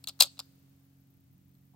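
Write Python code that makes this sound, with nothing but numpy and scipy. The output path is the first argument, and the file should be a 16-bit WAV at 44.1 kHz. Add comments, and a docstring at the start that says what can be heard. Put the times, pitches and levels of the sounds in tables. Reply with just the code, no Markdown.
"""A rifle bolt is worked outdoors close by: short runs of steel contacts, each a burst of noise and tone through
resonances, ring the action and knock the wooden stock, and a faint broad echo follows the main run; decaying
noise tails answer from ground and tree line. A far propeller engine hums as a sum of harmonic orders. An insect
ticks steadily in the grass, by filtered noise bursts, among weaker random ticks. Behind lie faint shaped noises:
air hiss, rumble and breeze."""
import sys
import numpy as np
from scipy import signal
from scipy.fft import rfft, irfft, next_fast_len
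from scipy.io import wavfile
from scipy.ndimage import uniform_filter1d, minimum_filter1d, map_coordinates

SR = 44100
rng = np.random.default_rng(int(sys.argv[2]) if len(sys.argv) > 2 else 0)


def wrap_up_sound(samples):
    """Save the sound to the file named by the first command line argument, as 16-bit audio."""
    columns = np.atleast_2d(samples).T
    # keep every value between -1 and 1, then stretch to whole-number steps
    tamed = np.clip(columns, -1, 1)
    steps = np.round(tamed * 32767).astype(np.int16)
    wavfile.write(sys.argv[1], SR, steps)


def volts(x):
    """Linear amplitude factor 10**(x/20) for a level x in dB, scalar or array-like."""
    e = np.asarray(x, float) / 20
    return 10 ** e


N = 77175  # samples
SIDE = np.array([[.5], [-.5]])  # splits a left-over-right difference between the two ports


def unit(x):
    """Normalisation to rms 1."""
    return x / np.sqrt(np.mean(x ** 2) + 1e-20)


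def along(points, hz):
    """Interpolation of (frequency [Hz], value) points on a logarithmic frequency axis."""
    f, v = np.transpose(points)
    return np.interp(np.log(hz + 1), np.log(f + 1), v)


def wobble(rate):
    """Slow random modulation: a spline through normal random knots, rate of them a second."""
    knots = rng.standard_normal(int(N * rate / SR) + 4)
    return map_coordinates(knots, [np.arange(N) * rate / SR])


def filtered(x, response):
    """Linear filtering: the spectrum is multiplied by a complex frequency response."""
    m = next_fast_len(N + SR // 2)
    return irfft(rfft(x, m) * response(np.fft.rfftfreq(m, 1 / SR)), m)[..., :N]


def resonant(x, peaks, order):
    """Modal resonance: a causal sum of modes, applied order times, that keeps the rms of white noise."""
    def gain(f):
        total = 0
        for k, (centre, width, db) in enumerate(peaks):
            mode = 1j * f * width / (centre * centre - f * f + 1j * f * width)
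            total = total + (-1) ** k * volts(db / order) * mode  # neighbours have opposite sign
        total = total ** order
        return total / np.sqrt(np.mean(np.abs(total) ** 2))
    return filtered(x, gain)


def noise(events):
    """Broadband excitation: ten milliseconds of white noise per event."""
    return rng.standard_normal((len(events), SR // 100))


def bursts(times, levels_db, length, wave):
    """Impulsive excitation: one row of wave per event, with a fast rise and a Gaussian fall."""
    u = np.arange(wave.shape[1]) / SR / length
    at = np.round(times * SR).astype(int)[:, None] + np.arange(wave.shape[1])
    shape = np.sqrt(u) * np.exp(-u ** 2)
    # equal energy at equal level, whatever the wave
    size = volts(levels_db) * np.linalg.norm(shape) / np.linalg.norm(shape * wave, axis=1)
    return np.bincount(at.ravel(), (size[:, None] * shape * wave).ravel(), N + SR)[:N]


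# steel contacts and, from 0.2545 to 0.2700 s, a faint broad echo of the main burst; level offsets are further
# set by each part's own gain: (time before the common shift [s], level [dB], bright part re level [dB],
# stock knock re level [dB], receiver pitch [Hz])
CONTACTS = [(0.0398, -43, 0, -22, 4560), (0.0409, -35.5, -14, -26, 4400), (0.0722, -26, -8, -26.5, 3860),
            (0.0748, -27, -19, -28.5, 4090), (0.0779, -38, -14.5, -22.5, 3800),
            (0.0806, -38, -10, -22.5, 3850), (0.0824, -34, -8, -22.5, 4000), (0.0842, -33, -5, -19.5, 4640),
            (0.0862, -35, -8, -19, 4900), (0.0884, -33, -4.5, -21.5, 4870),
            (0.0924, -29.5, -15.5, -22.5, 4420), (0.0959, -36, -13.5, -17.5, 5020),
            (0.0994, -44.5, -17.5, -18.5, 3940), (0.1028, -44, -14, -16.5, 3720),
            (0.1094, -58, -10.5, -12, 5040), (0.1908, -46, -6, -3.5, 4570), (0.195, -46, -11.5, -12, 4380),
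            (0.1999, -25.5, -10, -15, 4317), (0.202, -27, -2.5, -21, 4348),
            (0.2039, -11.5, -3.5, -29, 4281), (0.2058, -6, -7.5, -26.5, 4609),
            (0.2076, -3.5, -13.5, -24, 4040), (0.2098, -6.5, -12, -23, 4628), (0.2128, -16, -12, -26, 3890),
            (0.2159, -18.5, -10.5, -19.5, 4484), (0.2196, -17, -6, -17, 4653),
            (0.2214, -8.5, -7, -23, 4252), (0.2236, -12.5, -4, -25, 3606), (0.2281, -17, -10, -21.5, 5031),
            (0.2289, -22.5, -7, -26, 4108), (0.232, -17, -10.5, -29.5, 4680),
            (0.2346, -22, -6.5, -23.5, 3599), (0.2389, -27.5, -11, -13, 3280),
            (0.2427, -29.5, -11.5, -16, 3802), (0.2479, -35.5, -8.5, -14.5, 3952),
            (0.2545, -43, -1.5, -11, 3600), (0.261, -47, 0.5, -7, 4330), (0.2700, -50.5, -1.5, -7.5, 3720),
            (0.3706, -51.5, -16, -14, 3860), (0.3785, -49, -21, -13, 3910),
            (0.3909, -28, -10.5, -15.5, 4505), (0.3938, -36.5, -20, -44, 4330),
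            (0.3965, -35, -7, -19.5, 4280), (0.3983, -38.5, -16, -27, 4500),
            (0.3999, -27.5, -11, -22, 4768), (0.4054, -49, -25, -5, 4257), (0.4124, -53, -16, -7, 4955),
            (0.4164, -64, -24, -30, 4546), (1.5505, -68, -6, -16, 4130)]


def bolt():
    """Impact excitation: every row drives the small parts, the receiver and the stock."""
    s, db, bright_db, stock_db, hz = np.transpose(CONTACTS)
    s = s + .0002  # common shift, s
    receiver_s = s + 0.00054  # the receiver speaks a moment later
    return ping(receiver_s, db, hz) + scrape(receiver_s, db) + snap(s, db + bright_db) + knock(s, db + stock_db)


STEEL_S = .0014  # burst length of ping and scrape
# the receiver radiates little bass: (frequency [Hz], width per pass [Hz], relative level [dB])
PING_BAND = [(3987, 4000, 0)]


def ping(s, db, hz):
    """Tonal ringing with phase diffusion: a random walk of phase broadens each sinusoid."""
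    PING_DB, WAVER = -8.5, 0.12  # waver: rms radians a sample
    phase = 2 * np.pi * hz[:, None] * np.arange(SR // 100) / SR
    wave = np.sin(phase + WAVER * np.cumsum(noise(s), axis=1))
    return resonant(bursts(s, db + PING_DB, STEEL_S, wave), PING_BAND, order=2)


# modes of the receiver as a whole: (frequency [Hz], width per pass [Hz], relative level [dB])
STEEL = [(2652, 1200, -2.5), (3700, 900, 3.5), (5230, 860, -3)]


def scrape(s, db):
    """Friction noise coloured by the modes of the receiver."""
    SCRAPE_DB = -8
    return resonant(bursts(s, db + SCRAPE_DB, STEEL_S, noise(s)), STEEL, order=2)


# modes of the small bolt parts: (frequency [Hz], width [Hz], relative level [dB])
BRIGHT = [(6420, 3900, -4), (7750, 1700, 3), (10065, 500, -3), (12250, 1800, -0.5), (13400, 3800, -5)]


def snap(s, db):
    """Modal radiation of small parts: their high, broad modes turn the impact noise into a bright snap."""
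    SNAP_DB, SNAP_S = 6.5, 0.0013
    return resonant(bursts(s, db + SNAP_DB, SNAP_S, noise(s)), BRIGHT, order=1)


# modes of the wooden stock: (frequency [Hz], width [Hz], relative level [dB]); grip() uses the lowest three
STOCK = [(390, 160, -3), (560, 66, 3), (735, 200, -3.5), (990, 200, -2.5), (1337, 200, 2.5)]
# the wood radiates little treble: (frequency [Hz], width per pass [Hz], relative level [dB])
STOCK_BAND = [(750, 1170, 0)]


def knock(s, db):
    """Structure-borne sound: the impact excites the modes of the wood, which radiates a limited band."""
    KNOCK_DB, KNOCK_S = -4.5, 0.0015
    wood = resonant(bursts(s, db + KNOCK_DB, KNOCK_S, noise(s)), STOCK, order=1)
    return resonant(wood, STOCK_BAND, order=2)


# a hand settles on the stock: (time [s], level [dB])
GRIP = [(1.734, -57.5), (1.742, -58.5)]


def grip():
    """Soft impact: longer bursts in the lowest modes of the wood alone."""
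    s, db = np.transpose(GRIP)
    return resonant(bursts(s, db, .005, noise(s)), STOCK[:3], order=2)


def radiated(x):
    """Radiation efficiency: a small source is a weak bass radiator, here a second-order high-pass."""
    LOW_HZ = 199.9
    return filtered(x, lambda hz: (1j * hz / (LOW_HZ + 1j * hz)) ** 2)


# level difference between the ports: (frequency [Hz], left over right [dB])
HIT_BALANCE = [(60, -3), (180, -4), (550, -1.5), (1650, 3.5), (4970, 2.5), (15000, 7.5)]
# phase difference between the ports: (frequency [Hz], left lead [radians])
LEFT_LEAD = [(500, 1.7), (1400, 0.63), (2800, 0.36), (5600, 0.94), (11000, 1.3)]


def direct(steel, unlike):
    """Interaural-type cues: level and phase differences, and a part that is opposite at the two ports."""
    UNLIKE_DB = -12.5

    def port(hz):
        return volts(SIDE * along(HIT_BALANCE, hz)) * np.exp(1j * SIDE * along(LEFT_LEAD, hz))
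    return filtered(steel + 2 * SIDE * volts(UNLIKE_DB) * unlike, port)


def echo(x, t60s, delay_s):
    """Diffuse reverberation: convolution with a half-second noise tail, each frequency decaying at its t60."""
    hz, t, z = signal.stft(rng.standard_normal((2, SR // 2)), SR, nperseg=128)
    tail = signal.istft(z * volts(-60 * t / along(t60s, hz)[:, None]), SR, nperseg=128)[1]
    delayed = np.pad(x, (round(delay_s * SR), 0))[None]
    return signal.fftconvolve(delayed, tail / np.linalg.norm(tail[0]), axes=1)[:, :N]


# first scatter off grass and hands: (frequency [Hz], t60 [s])
GROUND = [(1000, 0.017)]


def ground(steel):
    """Early scattering: a very short diffuse tail just behind the direct sound."""
    return volts(-10.5) * echo(steel, GROUND, 0.00044)


# ground and rest: (frequency [Hz], t60 [s])
NEAR = [(300, 0.13), (1400, .1), (4000, 0.21), (14000, 0.062)]


def near(steel):
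    """Local reverberation: a diffuse tail from the near surroundings."""
    return volts(-21.5) * echo(steel, NEAR, 0.0026)


# decay of the tree line: (frequency [Hz], t60 [s])
TREES = [(300, .7), (1500, 1.0), (4000, 1.0), (8000, 0.86), (14000, 0.15)]
# what the trees send back: (frequency [Hz], gain [dB])
TREES_COLOUR = [(500, -2), (2000, 2.5), (4200, -5), (5800, 2), (7800, 2), (14000, -2.5)]


def trees(steel):
    """Frequency-dependent scattering: the tree line colours the sound and returns it as a long tail."""
    sent_back = filtered(steel, lambda hz: volts(along(TREES_COLOUR, hz)))
    return volts(-40) * echo(sent_back, TREES, 0.013)


def blurred(x):
    """Phase modulation by moving scatterers: stirring leaves and grass let no pitch last."""
    WAVER, RATE = 3, 150  # radians rms at the knots, knots a second
    drift = WAVER * np.array([wobble(RATE), wobble(RATE)])
    return np.real(signal.hilbert(x, next_fast_len(N))[:, :N] * np.exp(1j * drift))


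# engine orders, all raised 1 dB in engine(): (multiple of the pulse rate, level before the turn [dB],
# level after it [dB])
ENGINE = [(1, -93.5, -87), (2, -70.5, -70), (3, -63.5, -62), (4, -71.5, -66.5), (4.5, -88.5, -75),
          (5, -88, -90), (6, -66.5, -72), (7, -91.5, -83)]


def engine():
    """Harmonic synthesis: orders of one pulse train, whose balance shifts as the far engine turns."""
    PULSE_HZ, FIRST_PULSE_S, TURN_S, TURN_WIDTH_S = 45.5, 0.0097, 1.25, 0.078
    t = np.arange(N) / SR
    turned = 1 / (1 + np.exp((TURN_S - t) / TURN_WIDTH_S))
    cycle = 2 * np.pi * PULSE_HZ * (t - FIRST_PULSE_S)
    tone = np.zeros(N)
    for multiple, before, after in ENGINE:
        level = volts(before + (after - before) * turned + 1 + 0.5 * wobble(3.9))
        tone += level * np.cos(multiple * cycle + .25 * wobble(4.8))
    port_level = np.array([volts(0.74 * wobble(2.0)), volts(0.54 * wobble(3.6))])
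    return tone * port_level * volts([[-.6], [.6]])


# resonances of the ticks: (frequency [Hz], width per pass [Hz], relative level [dB])
TICK = [(12400, 830, -10.5), (12700, 1500, 6), (16400, 2700, -1)]


def insects():
    """Resonant radiation of pulse trains: one periodic ticker, and weaker ticks at random times."""
    PERIOD_S, FIRST_S, TICK_DB, LEFT_OVER_RIGHT_DB = .03421, .0112, -63, 6
    STRAY_PER_S, STRAY_DB = 69, -68.5  # the lowest stray level; it ranges 7 dB upward
    steady = np.arange(FIRST_S, N / SR, PERIOD_S)
    level = TICK_DB + 2.2 * rng.standard_normal(len(steady))
    ticker = bursts(steady, level, 0.0011, noise(steady))
    draw = rng.random((round(STRAY_PER_S * N / SR), 2))
    stray = bursts(draw[:, 0] * N / SR, STRAY_DB + 7 * draw[:, 1], 0.00088, noise(draw))
    return resonant(ticker + stray, TICK, order=2) * volts(SIDE * LEFT_OVER_RIGHT_DB)


def hiss(spectrum, shared):
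    """Partial coherence: stereo noise of rms 1, a share of its power common to both ports."""
    a = rng.standard_normal((3, N))
    mixed = np.sqrt(shared) * a[0] + np.sqrt(1 - shared) * a[1:]
    return unit(filtered(mixed, lambda hz: volts(along(spectrum, hz))))


# air hiss spectrum: (frequency [Hz], relative level per Hz [dB])
AIR = [(180, -32), (300, -4.5), (321, -12.5), (366, -13), (645, -17.5), (713, -18), (978, -21.5),
       (10000, -28), (13500, -27), (16000, -24.5)]
# rumble spectrum: (frequency [Hz], relative level per Hz [dB])
RUMBLE = [(15, -50.5), (28, -32.5), (45, -21.5), (70, -3.5), (110, -1), (200, -6), (300, -14.5),
          (500, -30.5), (800, -91.5)]
# far insects lift the left treble: (frequency [Hz], left over right [dB])
AIR_LEFT = [(9000, 0.5), (13000, 6.5)]


def air():
    """Partially coherent noise fields: nearly incoherent hiss that slowly fades, and coherent rumble."""
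    AIR_DB, FADE_DB_PER_S, RUMBLE_DB = -70, 2.5, -70
    air_level = volts(AIR_DB - FADE_DB_PER_S * np.arange(N) / SR + 0.55 * wobble(3))
    rumble_level = volts(RUMBLE_DB + 1.5 * wobble(4.3))
    both = air_level * hiss(AIR, 0.027) + rumble_level * hiss(RUMBLE, 0.82)
    return filtered(both, lambda hz: volts(SIDE * along(AIR_LEFT, hz)))


# breeze on each port: (frequency [Hz], relative level per Hz [dB])
BUFFET = [(12, -22), (25, -0.5), (45, -5.5), (80, -30), (150, -88.5)]


def buffet():
    """Turbulent pressure: low noise of the breeze, mostly incoherent between the ports."""
    return volts(-87 + 1.8 * wobble(7)) * hiss(BUFFET, 0.12)


def scene():
    """Superposition: all sources add at the two microphone ports."""
    steel, unlike = radiated(np.array([bolt() + grip(), bolt()]))
    space = ground(steel) + blurred(near(steel) + trees(steel))
    return direct(steel, unlike) + space + engine() + insects() + air() + buffet()


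def limited(x):
    """Peak limiting: a gain common to both ports eases down around the highest peaks."""
    LIMIT, SPAN_S = .9, .002
    span = round(SPAN_S * SR)
    need = np.minimum(1, LIMIT / (np.abs(x).max(axis=0) + 1e-9))
    return x * uniform_filter1d(minimum_filter1d(need, 2 * span), span)


def band_limit(x):
    """A steep low-pass at the top of the band."""
    return signal.sosfilt(signal.butter(12, 16310, fs=SR, output="sos"), x)


def record(dry):
    """Band limitation: a smooth low-pass, then peak limiting, complete the mix."""
    TOP_HZ, SLOPE_HZ = 16000, 240
    band = filtered(dry, lambda hz: (1 - np.tanh((hz - TOP_HZ) / SLOPE_HZ)) / 2)
    mix = limited(band)
    return band_limit(mix)


dry = scene()
out = record(dry)
wrap_up_sound(out)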